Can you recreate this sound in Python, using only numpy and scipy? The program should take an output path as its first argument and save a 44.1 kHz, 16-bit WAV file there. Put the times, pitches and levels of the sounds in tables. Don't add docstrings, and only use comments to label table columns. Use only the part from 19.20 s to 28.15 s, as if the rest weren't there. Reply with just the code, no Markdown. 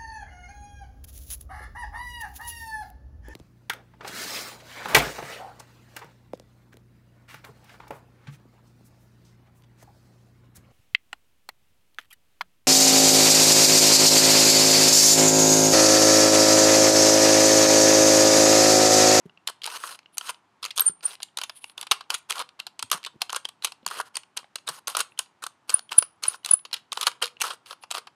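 import sys
import numpy as np
from scipy import signal
from scipy.fft import rfft, irfft, next_fast_len
from scipy.io import wavfile
from scipy.ndimage import uniform_filter1d, map_coordinates

SR = 44100
rng = np.random.default_rng(int(sys.argv[2]) if len(sys.argv) > 2 else 0)


def dump_mix(stems):
    frames = np.atleast_2d(stems).T
    limited = np.clip(frames, -1, 1)
    pcm = np.round(limited * 32767).astype(np.int16)
    wavfile.write(sys.argv[1], SR, pcm)


def nominal_scale(level):
    x = np.asarray(level, float) / 20
    return 10 ** x


N = 394681

# start_s, clack_db
TAPS = [(1.144, -43.5), (5.384, -41), (6.06, -52), (3.156, -32), (4.124, -36), (4.157, -33), (4.247, -40),
        (5.7887, -28), (6.717, -30), (6.789, -27), (6.7945, -38), (7.138, -42), (7.7555, -42), (7.86, -32),
        (8.468, -44), (0.572, -41), (0.726, -40), (.748, -40), (0.79, -38.5), (1.8077, -47), (2.497, -41.5),
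        (3.2902, -40), (3.7722, -51), (3.8304, -38), (4.4226, -37), (4.6856, -32), (4.6944, -43),
        (5.0333, -42.5), (8.4988, -41), (1.4822, -42), (7.845, -44), (5.19, -38), (3.3945, -39),
        (4.102, -29.5), (4.009, -39.5), (7.3925, -47), (7.5126, -41.5), (7.915, -35.5), (8.0048, -54),
        (8.067, -32), (8.2676, -31), (8.279, -32), (.5, -34), (.5615, -46), (0.674, -34), (0.7137, -37),
        (.83, -56), (1.837, -41), (1.933, -41), (2.839, -54), (2.917, -36), (4.648, -53), (4.629, -59),
        (8.191, -57), (8.203, -31.5), (8.256, -32), (8.46, -40.5), (8.625, -48.5)]
# centre_s, peak_db, pitch_hz, width_ms
SQUEAKS = [(1.608, -7.5, 12650, 4.9), (1.6202, -22.5, 8580, 10), (1.6685, -9.5, 8980, 7.1),
           (1.6635, -25, 9300, 14), (1.6795, -11.5, 8950, 8.6), (1.6865, -13, 8960, 5.1),
           (1.877, -36.5, 9100, 6.2), (1.893, -38, 9270, 8.1), (1.857, -13.5, 8990, 5.8),
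           (1.862, -14, 9160, 3.5), (1.866, -21, 9600, 3.5), (1.846, -35, 8880, 8), (2.95, -23, 9060, 3.7),
           (4.97, -22, 8920, 3.1), (1.105, -29.5, 8970, 4), (4.956, -29, 8800, 2), (6.5444, -4, 9690, 4.9),
           (6.7863, 0.5, 9820, 7.1), (6.8172, -30.5, 9730, 4), (7.0844, -8, 9710, 4.9),
           (7.3137, -4.5, 9890, 4.7), (7.3387, -3, 10050, 5.7)]
# start_s, peak_db, pitch_hz
THUDS = [(0.054, -37.5, 167.4), (1.694, -41.5, 164), (3.634, -44.5, 105), (3.744, -44.5, 169),
         (3.941, -56, 199), (3.962, -56, 148), (4.628, -52.5, 222), (4.666, -50, 162), (3.953, -49, 150),
         (5.498, -45.5, 143), (8.03, -32, 480)]
# start_s, end_s, level_db
BRUSHES = [(2.008, 2.04, -59), (2.25, 2.346, -64), (2.361, 2.384, -46.5), (2.41, 2.518, -56),
           (8.62, 8.637, -53.5), (0.937, 0.953, -55.5), (5.911, 5.93, -65)]
# centre_hz, width_hz, level_db
SHELL = [(544, 280, -8.5), (792, 540, -5), (1069, 470, 3), (1310, 440, -0.2)]
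# centre_hz, width_hz, level_db
PIECES = [(2120, 1500, -9.5), (2942, 1470, 3.7), (3950, 1600, 1), (4740, 380, -7.5)]
# centre_hz, width_hz, level_db
EDGES = [(6410, 1200, 4), (8580, 1600, 6.5), (10470, 840, 7.5), (12500, 1700, -1.5), (14500, 1500, -15)]
# pitch_hz, level_db
HUSH = [(30, -36.5), (100, -0.5), (370, -4.5), (480, -11), (900, -1.5), (2070, -13), (2800, -15.5),
        (4500, -21.5), (7000, -26), (10000, -31), (13500, -42.5)]
# pitch_hz, t60_s
WALLS = [(300, 0.51), (1500, 0.24), (10000, 0.18), (13000, 0.14)]
# pitch_hz, level_db
WALL_COLOUR = [(400, -4), (1400, -2), (2000, 1.5), (5500, -2), (8000, 1), (11000, -3.5), (12700, -5)]
# start_s, clack_db, rattle_ms
JOLTS = [(.6368, -37.5, 8.1), (3.1648, -43, 7.5), (4.7103, -38, 8.6), (4.8013, -33, 8.3),
         (7.1428, -43.5, 7.1), (8.239, -32, 8.6)]
# start_s, clack_db, rattle_ms
THUNKS = [(.285, -29.5, 5.3), (.4741, -28, 6.2), (1.0107, -31.5, 3.9), (1.091, -31, 12), (2.0024, -40, 4.5),
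          (2.8077, -36, 7), (3.1995, -30.5, 13.4), (3.2212, -31, 2.8), (3.3913, -45, 21),
          (4.0945, -31.5, 5.7), (4.1461, -25.5, 3.4), (5.4786, -27, 2.1), (5.7494, -24, 7.1),
          (6.7209, -24.5, 3.7), (6.824, -25.5, 4.6), (7.053, -27, 4.3), (7.7727, -21.5, 3.9),
          (3.727, -22, 7.2), (8.3036, -31.5, 18.7), (8.508, -33.5, 7.8), (8.5276, -35, 4.5),
          (8.6357, -37, 5.7), (8.7498, -23, 3), (8.7696, -28, 4.3), (8.8703, -39.5, 7.6)]
# start_s, clack_db, rattle_ms
SMACKS = [(.9717, -35.5, 2.5), (1.103, -49, 7.1), (4.1287, -26.5, 2.8), (4.1613, -25, 8.3),
          (4.6638, -23, 2.6), (5.4876, -26.5, 10), (5.6809, -22, 1.3), (5.7678, -20, 5.4),
          (5.7928, -24, 2.3), (6.238, -31, 6.9), (6.266, -28.5, 3.5), (7.3149, -26, 2)]
# start_s, clack_db, rattle_ms
CLACKS = [(.456, -27.5, 4.5), (1.4275, -33.5, 18), (1.4508, -23, 4), (1.5832, -20, 3), (2.1861, -24.5, 5.2),
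          (2.2144, -27, 6.5), (2.2955, -32, 5.3), (2.5781, -30, 3.4), (2.628, -31.5, 5.4),
          (2.668, -34.5, 6.4), (7.8675, -16.5, 9.9), (2.9025, -20.5, 7.1), (3.4667, -33.5, 8.8),
          (3.8624, -29.5, 9.4), (4.0172, -19.5, 6.2), (4.2522, -27.5, 3.9), (4.4704, -34.5, 11),
          (4.5202, -34, 4.9), (6.4941, -22, 3.9), (6.593, -28, 1.5), (6.7284, -25, 2.1),
          (2.4423, -29.5, 2.15), (7.289, -28.5, 4), (7.4512, -34, 6.7), (7.5285, -33, 24),
          (7.829, -23.5, 8.7), (8.0243, -23, 14), (8.0572, -23, 1.6), (8.7061, -32.5, 3.7)]
# start_s, clack_db, rattle_ms
CLICKS = [(3.1925, -28, 5), (1.4596, -31, 8.9), (1.5773, -19.5, 4), (1.5955, -15.5, 4), (2.172, -23.5, 3.3),
          (2.235, -28, 9.3), (3.1064, -20.5, 3.6), (3.592, -30.5, 7.9), (3.626, -22.5, 3.6),
          (3.7148, -17.5, 7.3), (4.2877, -35, 5.2), (4.4455, -20, 12), (4.677, -29, 3.5),
          (4.9545, -32, 3.7), (4.9679, -25, 6.4), (5.1685, -32.5, 3), (5.1725, -24.5, 3.8),
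          (5.3573, -25.5, 4.3), (5.6728, -27.5, 3.3), (5.9904, -18, 3.1), (6.5017, -23, 3.8),
          (7.2606, -22.5, 2.6), (7.72, -30, 2.4), (7.7285, -24.5, 3.7), (7.8108, -23, 6.6),
          (8.2148, -18.5, 5.1), (8.219, -21, 2.8), (8.2227, -22, 2.9), (8.7118, -26, 5.6),
          (8.7208, -30, 4.5)]
# start_s, clack_db, rattle_ms
TOCKS = [(.275, -17, 3.6), (.418, -38.5, 5.6), (.435, -30.5, 4.8), (.442, -23, 3.2), (1.4415, -25.5, 5.1),
         (1.5072, -32.5, 8.9), (1.9065, -38, 5.8), (1.9534, -36.5, 2.1), (2.0214, -38, 9.2),
         (3.1195, -22.5, 1.5), (3.1249, -20, 1.6), (3.1809, -28, 3.6), (3.3997, -26.5, 3.3),
         (3.8398, -33, 3), (3.8478, -27.5, 5.5), (5.1765, -25.5, 3), (6.6943, -42.5, 1.4),
         (7.5404, -19.5, 4.5), (7.5638, -38, 9.4), (8.0397, -24, 9.7), (8.0762, -35, 5.2),
         (8.7839, -33.5, 5.6)]
# start_s, clack_db, rattle_ms
TICKS = [(.463, -23.5, 1.5), (.9817, -20.5, 2.85), (2.0299, -26.5, 4.3), (2.6122, -27.5, 3.4),
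         (2.9418, -26, 13.3), (5.8033, -22.5, 11), (5.7, -30.5, 1.8), (7.036, -27, 9.9),
         (7.0844, -33.5, 4.1), (7.2483, -27, 1.54), (3.0985, -29.5, 3), (7.2945, -37.5, 3),
         (4.812, -33, 3.8), (4.945, -48, 3), (3.7, -38, 4.5)]
# start_s, clack_db, rattle_ms
SLAMS = [
    (2.7122, -16.5, 5),
    (2.7165, -14.5, 10),
]
# knocks, shell_db, tick_db
KINDS = [(SLAMS, -3, -9), (JOLTS, 9.3, -0.64), (THUNKS, 0.52, -13), (SMACKS, 0.36, -0.38),
         (CLACKS, -4.5, -7.5), (CLICKS, -7, -2.6), (TOCKS, -18, -11), (TICKS, -13.5, -1.1)]
# start_s, end_s, start_db, end_db
DRAGS = [(.431, .574, -49.5, -33.5), (1.425, 1.503, -51, -58), (1.585, 1.625, -41.5, -36),
         (1.682, 1.713, -40, -56), (2.175, 2.238, -55, -49), (2.576, 2.64, -49.5, -50),
         (2.897, 2.951, -48.5, -33), (3.091, 3.219, -49.5, -34.5), (3.736, 3.784, -36, -45.5),
         (4.008, 4.059, -47.5, -71.5), (4.092, 4.167, -60, -40.5), (4.7, 4.797, -42, -35),
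         (4.852, 4.886, -53, -50.5), (4.944, 4.999, -49, -59), (5.167, 5.213, -37.5, -59),
         (5.768, 5.814, -38.5, -25), (5.972, 5.996, -65, -44), (6.503, 6.594, -37, -50),
         (6.71, 6.844, -39.5, -59), (7.244, 7.348, -45.5, -41), (7.524, 7.6, -59.5, -63),
         (7.716, 7.841, -60.5, -32), (7.849, 7.884, -50.5, -23), (8.017, 8.055, -29, -43.5),
         (8.235, 8.33, -29, -45.5), (8.74, 8.768, -34.5, -37.5), (8.779, 8.81, -29.5, -73)]
# start_s, end_s, start_db, end_db
SLIDES = [(.267, .302, -63, -33), (.575, .667, -48, -38.5), (.666, .76, -39, -45.5),
          (.968, 1.108, -64.5, -30), (1.627, 1.683, -47, -42.5), (1.829, 1.952, -40.5, -47),
          (2.705, 2.747, -50.5, -42.5), (3.085, 3.104, -81, -25.5), (4.425, 4.444, -57, -32.5),
          (4.445, 4.51, -68, -71), (5.468, 5.593, -40.5, -49), (5.674, 5.76, -30, -54.5),
          (5.997, 6.044, -39.5, -67), (6.224, 6.294, -37, -75), (6.478, 6.506, -56.5, -40.5),
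          (7.026, 7.162, -36.5, -46.5), (7.882, 7.94, -44, -69), (8.063, 8.096, -46, -63),
          (8.201, 8.235, -46, -41), (8.332, 8.362, -38.5, -64), (8.46, 8.537, -51.5, -49.5),
          (8.703, 8.737, -63, -63)]
# start_s, end_s, start_db, end_db
SKIMS = [(1.56, 1.587, -42.5, -37.5), (2.958, 2.99, -65, -53), (3.717, 3.747, -32.5, -50),
         (4.805, 4.831, -38, -83)]
# strokes, brightness_db
STROKES = [(DRAGS, -5), (SLIDES, 0.96), (SKIMS, 16)]
# start_s, peak_db, pitch_hz
PIPS = [(5.92, -37, 2680), (0.0956, -33.5, 2850), (0.174, -33.5, 2710), (0.859, -30.5, 2870),
        (2.085, -41, 3230), (5.23, -35, 1106), (5.243, -31, 810), (8.168, -29.5, 2860)]
# start_s, peak_db, pitch_hz
SHELL_NOTES = [(0.273, -19, 1160), (0.636, -14, 1490), (1.429, -31.5, 1270), (2.173, -33, 890),
               (2.295, -22.5, 1460), (2.717, -15, 1413), (2.807, -32, 1100), (2.903, -20, 1390),
               (3.108, -10.5, 1260), (3.467, -27, 1340), (3.626, -13.5, 1407), (3.715, -3.5, 1240),
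               (4.018, -24, 1320), (4.13, -10, 1070), (4.664, -17, 1110), (4.799, -5, 985),
               (5.356, -25.5, 1520), (5.749, -11.5, 1120), (5.993, -21, 1535), (6.238, -15, 1065),
               (6.264, -14.5, 1320), (6.718, -17, 1175), (6.823, -12.5, 1030), (7.725, -12, 1104),
               (7.772, -26, 1140), (7.869, -3, 1290), (8.02, -20, 1030), (8.217, -9, 1380),
               (8.712, -18, 751)]
# start_s, peak_db, pitch_hz
PIECE_NOTES = [(0.2728, -15.5, 3950), (0.4174, -26, 3170), (1.01, -27, 3090), (1.4267, -32, 3980),
               (1.5055, -20.5, 3320), (1.5703, -21.5, 3430), (2.0293, -21.5, 4500), (2.1715, -16, 3820),
               (2.2149, -17.5, 2880), (2.2952, -23.5, 4890), (2.4409, -25, 2756), (2.5785, -18.5, 3440),
               (2.7127, -3, 3720), (2.9033, -10.5, 3030), (3.0954, -28, 3510), (3.1058, -11, 3340),
               (3.4, -19, 2780), (3.4665, -27, 4140), (3.6257, -20, 4940), (4.0168, -12.5, 4440),
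               (4.0173, -16, 3280), (4.0951, -20, 3040), (4.2517, -13.5, 3180), (4.4233, -27, 3950),
               (4.6638, -16.5, 4440), (4.9555, -16.5, 4640), (5.1725, -17, 3900), (5.3558, -20, 3950),
               (5.4765, -14, 3670), (5.6715, -21, 4790), (5.9756, -30.5, 3150), (5.9928, -15, 3090),
               (6.4961, -16.5, 4650), (6.6917, -30, 3110), (6.7193, -18, 2750), (7.0364, -13, 4440),
               (7.232, -44, 2950), (7.2469, -15.5, 3880), (7.5298, -12, 4080), (7.7199, -15, 3610),
               (7.8111, -16, 3420), (7.8681, -3, 4160), (8.023, -7, 3210), (8.2087, -13, 2740),
               (8.7101, -18.5, 3920)]
# start_s, peak_db, pitch_hz
RIM_NOTES = [(0.2728, -13.5, 7180), (0.9712, -27, 7450), (0.981, -8, 6550), (1.431, -18, 5025),
             (1.5638, -27, 6690), (2.0293, -22, 7240), (2.172, -26, 6770), (2.7117, -4, 6410),
             (2.9033, -21.5, 6580), (3.1053, -25, 6900), (3.3972, -28.5, 7680), (3.467, -26, 7030),
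             (3.5962, -26, 6230), (3.6247, -25, 5630), (3.717, -13, 7480), (4.0184, -12.5, 5470),
             (4.129, -24, 7930), (4.161, -18, 7550), (4.2522, -26, 6010), (4.6638, -11, 6850),
             (4.9541, -20, 6370), (5.1726, -15, 6230), (5.3577, -21, 7080), (5.4727, -18, 7920),
             (5.6715, -14, 6240), (5.9908, -9, 8120), (6.4976, -13, 8140), (7.0354, -16, 6520),
             (7.2469, -21.5, 6500), (7.531, -13.5, 5280), (7.7188, -22.5, 5200), (7.864, -21, 6630),
             (8.0233, -13, 8060), (8.2087, -15, 8200), (8.7116, -13.5, 7840)]
# notes, share_db, t60_s
NOTES = [(SHELL_NOTES, -6, 0.019), (PIECE_NOTES, -0.15, .016), (RIM_NOTES, -2.5, 0.012)]


def unit(x):
    return x / np.sqrt(np.mean(x ** 2) + 1e-20)


def along(points, hz):
    f, v = np.transpose(points)
    return np.interp(np.log(hz + 1), np.log(f + 1), v)


def filtered(x, response):
    m = next_fast_len(N + SR // 2)
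    return irfft(rfft(x, m) * response(np.fft.rfftfreq(m, 1 / SR)), m)[..., :N]


def bass_cut(hz, corner_hz):
    return (hz / (hz - 1j * corner_hz)) ** 2


def body(modes, f, shift=1, db_scatter=0):
    shift, db_scatter = np.broadcast_arrays(shift, db_scatter, np.zeros(len(modes)))[:2]
    z = 0
    for k, (centre, width, db) in enumerate(modes):
        c = centre * shift[..., k, None]
        resonance = (1j * f * width / (c * c - f * f + 1j * f * width)) ** 1.827
        z = z + nominal_scale(db + db_scatter[..., k, None]) * resonance
    return z / np.sqrt(np.mean(np.abs(z) ** 2, -1, keepdims=True))


def ring(x, modes):
    return filtered(x, lambda f: body(modes, f))


def lay(starts, rows):
    at = np.round(np.asarray(starts) * SR).astype(int)[:, None] + np.arange(rows.shape[1])
    return np.bincount(at.ravel(), rows.ravel(), N + SR)[:N]


def grit(shape, spread_db):
    return unit(rng.standard_normal(shape) * nominal_scale(spread_db * rng.standard_normal(shape)))


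def wander(shape, size, passes=1):
    x = rng.standard_normal(shape)
    for _ in range(passes):
        x = uniform_filter1d(x, size=size, axis=-1)
    return unit(x)


def stroke(start, end, db0, db1, edge):
    t = np.arange(N) / SR
    gate = np.interp(t, [start - edge, start + edge, end - edge, end + edge], [0, 1, 1, 0])
    return nominal_scale(np.interp(t, [start, end], [db0, db1])) * gate


def hush():
    return nominal_scale(-66.5) * unit(filtered(rng.standard_normal(N), lambda hz: nominal_scale(along(HUSH, hz))))


def thuds():
    s, db, hz = np.transpose(THUDS)[:, :, None]
    t = np.arange(SR // 8) / SR
    deep = hz < 300
    flutter = wander((len(s), len(t)), 160)
    bend = 0.00084 * np.exp(-t / 0.0096) * deep
    damping = np.exp(-(t / np.where(deep, .014, .02)) ** 1.7)
    low = np.sin(2 * np.pi * hz * (t - bend)) * damping * nominal_scale(4.1 * flutter * deep)
    push = .9 * np.sin(2 * np.pi * 2.4 * hz * t) * nominal_scale(-60 * t / .06 + 1.5 * flutter) * deep
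    rub = 0.13 * (flutter - np.roll(flutter, shift=90, axis=1)) * np.exp(-t / 0.011) * deep
    onset = 1 - np.exp(-(t / 0.0025) ** 2)
    return lay(s[:, 0], nominal_scale(db) * (low + push + rub) * onset)


def room(x):
    step, out = SR // 8, np.zeros(N + SR)
    for k in range(0, N, step):
        hz, t, z = signal.stft(rng.standard_normal(SR // 3), SR, nperseg=256)
        tail = signal.istft(z * nominal_scale(-60 * t / along(WALLS, hz)[:, None]), SR, nperseg=256)[1]
        wet = signal.fftconvolve(x[k:k + step], tail / np.linalg.norm(tail))
        out[k + 300:][:len(wet)] += wet
    return filtered(out[:N], lambda hz: nominal_scale(along(WALL_COLOUR, hz)))


def pips():
    s, db, hz = np.transpose(PIPS)[:, :, None]
    t = np.arange(SR // 20) / SR
    note = np.sin(2 * np.pi * hz * t) * nominal_scale(-60 * t / 0.011) * (1 - np.exp(-t / 0.0016))
    dull = signal.lfilter(*signal.butter(4, .17), rng.standard_normal(note.shape))
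    speck = .5 * dull * nominal_scale(-60 * t / 0.015) * (1 - np.exp(-t / 0.00037))
    return lay(s[:, 0], nominal_scale(db) * (note + speck))


def scrapes():
    rows = [(*row, bright_db) for kind, bright_db in STROKES for row in kind]
    press = []
    for start, end, db0, db1, _ in rows:
        edge = 0.0079 * nominal_scale((-57.0 - max(db0, db1)) / 3)
        press.append(stroke(start, end, db0, db1, edge))
    press = np.array(press)
    tilt = nominal_scale(np.array(rows)[:, 4] / 2)

    def slow(rate_hz):
        return map_coordinates(rng.standard_normal(N // 128), [np.arange(N) * rate_hz / SR], mode="mirror")

    shared_db = 1.8 * slow(400)
    specks = grit(N, spread_db=7.5)
    layers = [(SHELL, nominal_scale(-7.5) / tilt, 1.3),
              (PIECES, nominal_scale(-8.0) * np.ones_like(tilt), 1.3),
              (EDGES, nominal_scale(-8.5) * tilt, 1.2)]
    rub = 0
    for modes, gain, own_db in layers:
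        clumps = unit(nominal_scale(shared_db + own_db * slow(60)))
        contacts = grit(N, spread_db=2.5) + 1.1 * specks
        rub = rub + ring(gain @ press * clumps * contacts, modes)
    z = signal.stft(rub, nperseg=256)[2]
    patches = uniform_filter1d(rng.standard_normal(z.shape), size=4, axis=0)
    patches = uniform_filter1d(patches, size=9, axis=1)
    return signal.istft(z * unit(nominal_scale(2.1 * unit(patches))), nperseg=256)[1][:N]


def notes():
    out, t = 0, np.arange(SR // 30) / SR
    for rows, share_db, t60 in NOTES:
        s, db, hz = np.transpose(rows)[:, :, None]
        tone = np.sin(2 * np.pi * hz * t + .8 * wander((len(s), len(t)), 60))
        onset = 1 - np.exp(-(t / 0.001) ** 2)
        out = out + lay(s[:, 0], nominal_scale(db + share_db - 60 * t / t60) * onset * tone)
    return out


def knocks():
    rows = [(s, db, shell, tick, ms) for kind, shell, tick in KINDS for s, db, ms in kind]
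    rows += [(s, db, -6, .7 * db + 17.0, 3.5) for s, db in TAPS]
    s, db, shell_db, tick_db, ms = np.transpose(rows)[:, :, None]
    t = np.arange(4096) / SR
    f = np.fft.rfftfreq(len(t), 1 / SR)
    out, lead = 0, .004
    soft = 1 / (1 + 1j * f / (19000 * nominal_scale((db + 14.0) / 3.4))) ** 3
    contacts = grit((len(s), len(t)), spread_db=5.5)
    edge_db = tick_db + 7.0 + 0.23 * (db + 22)
    # resonances, level_db, linger
    parts = [(SHELL, shell_db + 2.5, 1.1), (PIECES, 2.5, .95), (EDGES, edge_db, .55)]
    for modes, rel_db, linger in parts:
        life = np.maximum(ms, .5) * linger / 1000
        after = np.maximum(t - lead, 0)
        onset = 1 - np.exp(-(after / np.minimum(0.16 * life, .0006)) ** 2)
        blow = nominal_scale(-13 * (after / life) ** 1.007) * onset
        blow = blow * (1 + 0.7 * np.exp(-after / 0.00051))
        fade = blow + nominal_scale(-29.0) * (t / lead) ** 2 * (t < lead)
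        push = rfft(contacts * fade)
        push = push / uniform_filter1d(np.abs(push) ** 2, size=70, axis=1) ** .4
        spot = rng.standard_normal((2, len(s), len(modes)))
        colour = body(modes, f, 1 + .05 * spot[0], db_scatter=2.2 * spot[1])
        sound = irfft(push * soft * colour, len(t))
        sound *= np.sqrt(np.sum(fade ** 2, 1) / np.sum(sound ** 2, 1))[:, None]
        out = out + lay(s[:, 0] - lead - .0002, sound * nominal_scale(db + rel_db))
    return out


def brushes():
    press = sum(stroke(start, end, db, db, edge=0.014) for start, end, db in BRUSHES)
    hiss = press * nominal_scale(2 * wander(N, 500)) * grit(N, spread_db=5.5)
    return ring(hiss, [(3180, 2000, -3.5), (9880, 1200, 6.5)])


def squeaks():
    s, db, hz, ms = np.transpose(SQUEAKS)[:, :, None]
    half = .025
    t = np.arange(round(2 * half * SR)) / SR - half
    shape = (len(s), len(t))
    swell = np.exp(-.7 * np.abs(2000 * t / ms) ** 2.4) + 0.025 * np.exp(-np.abs(t) / 0.0091)
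    phase = 2 * np.pi * hz * t + 0.17 * wander(shape, 40, passes=3)
    grip_db = -db / 9 * wander(shape, 60, passes=2)
    return lay(s[:, 0] - half, nominal_scale(db + grip_db) * swell * np.sin(phase))


def scene():
    def small(x):
        return filtered(x, lambda hz: bass_cut(hz, 337))

    own = small(notes())
    near = small(knocks()) + scrapes() + squeaks() + pips() + thuds() + brushes()
    echo = nominal_scale(-18.0) * room(near + nominal_scale(-9.5) * own)
    return (near + own + echo + hush())[None]


def top_cut(x):
    return signal.sosfilt(signal.butter(12, 16460, fs=SR, output="sos"), x)


def record(dry):
    clipped = dry / (1 + np.abs(dry / .88) ** 9) ** (1 / 9)
    mix = filtered(clipped, lambda hz: bass_cut(hz, 66.6) / (1 + (hz / 15330) ** 60))
    return top_cut(mix)


dry = scene()
out = record(dry)
dump_mix(out)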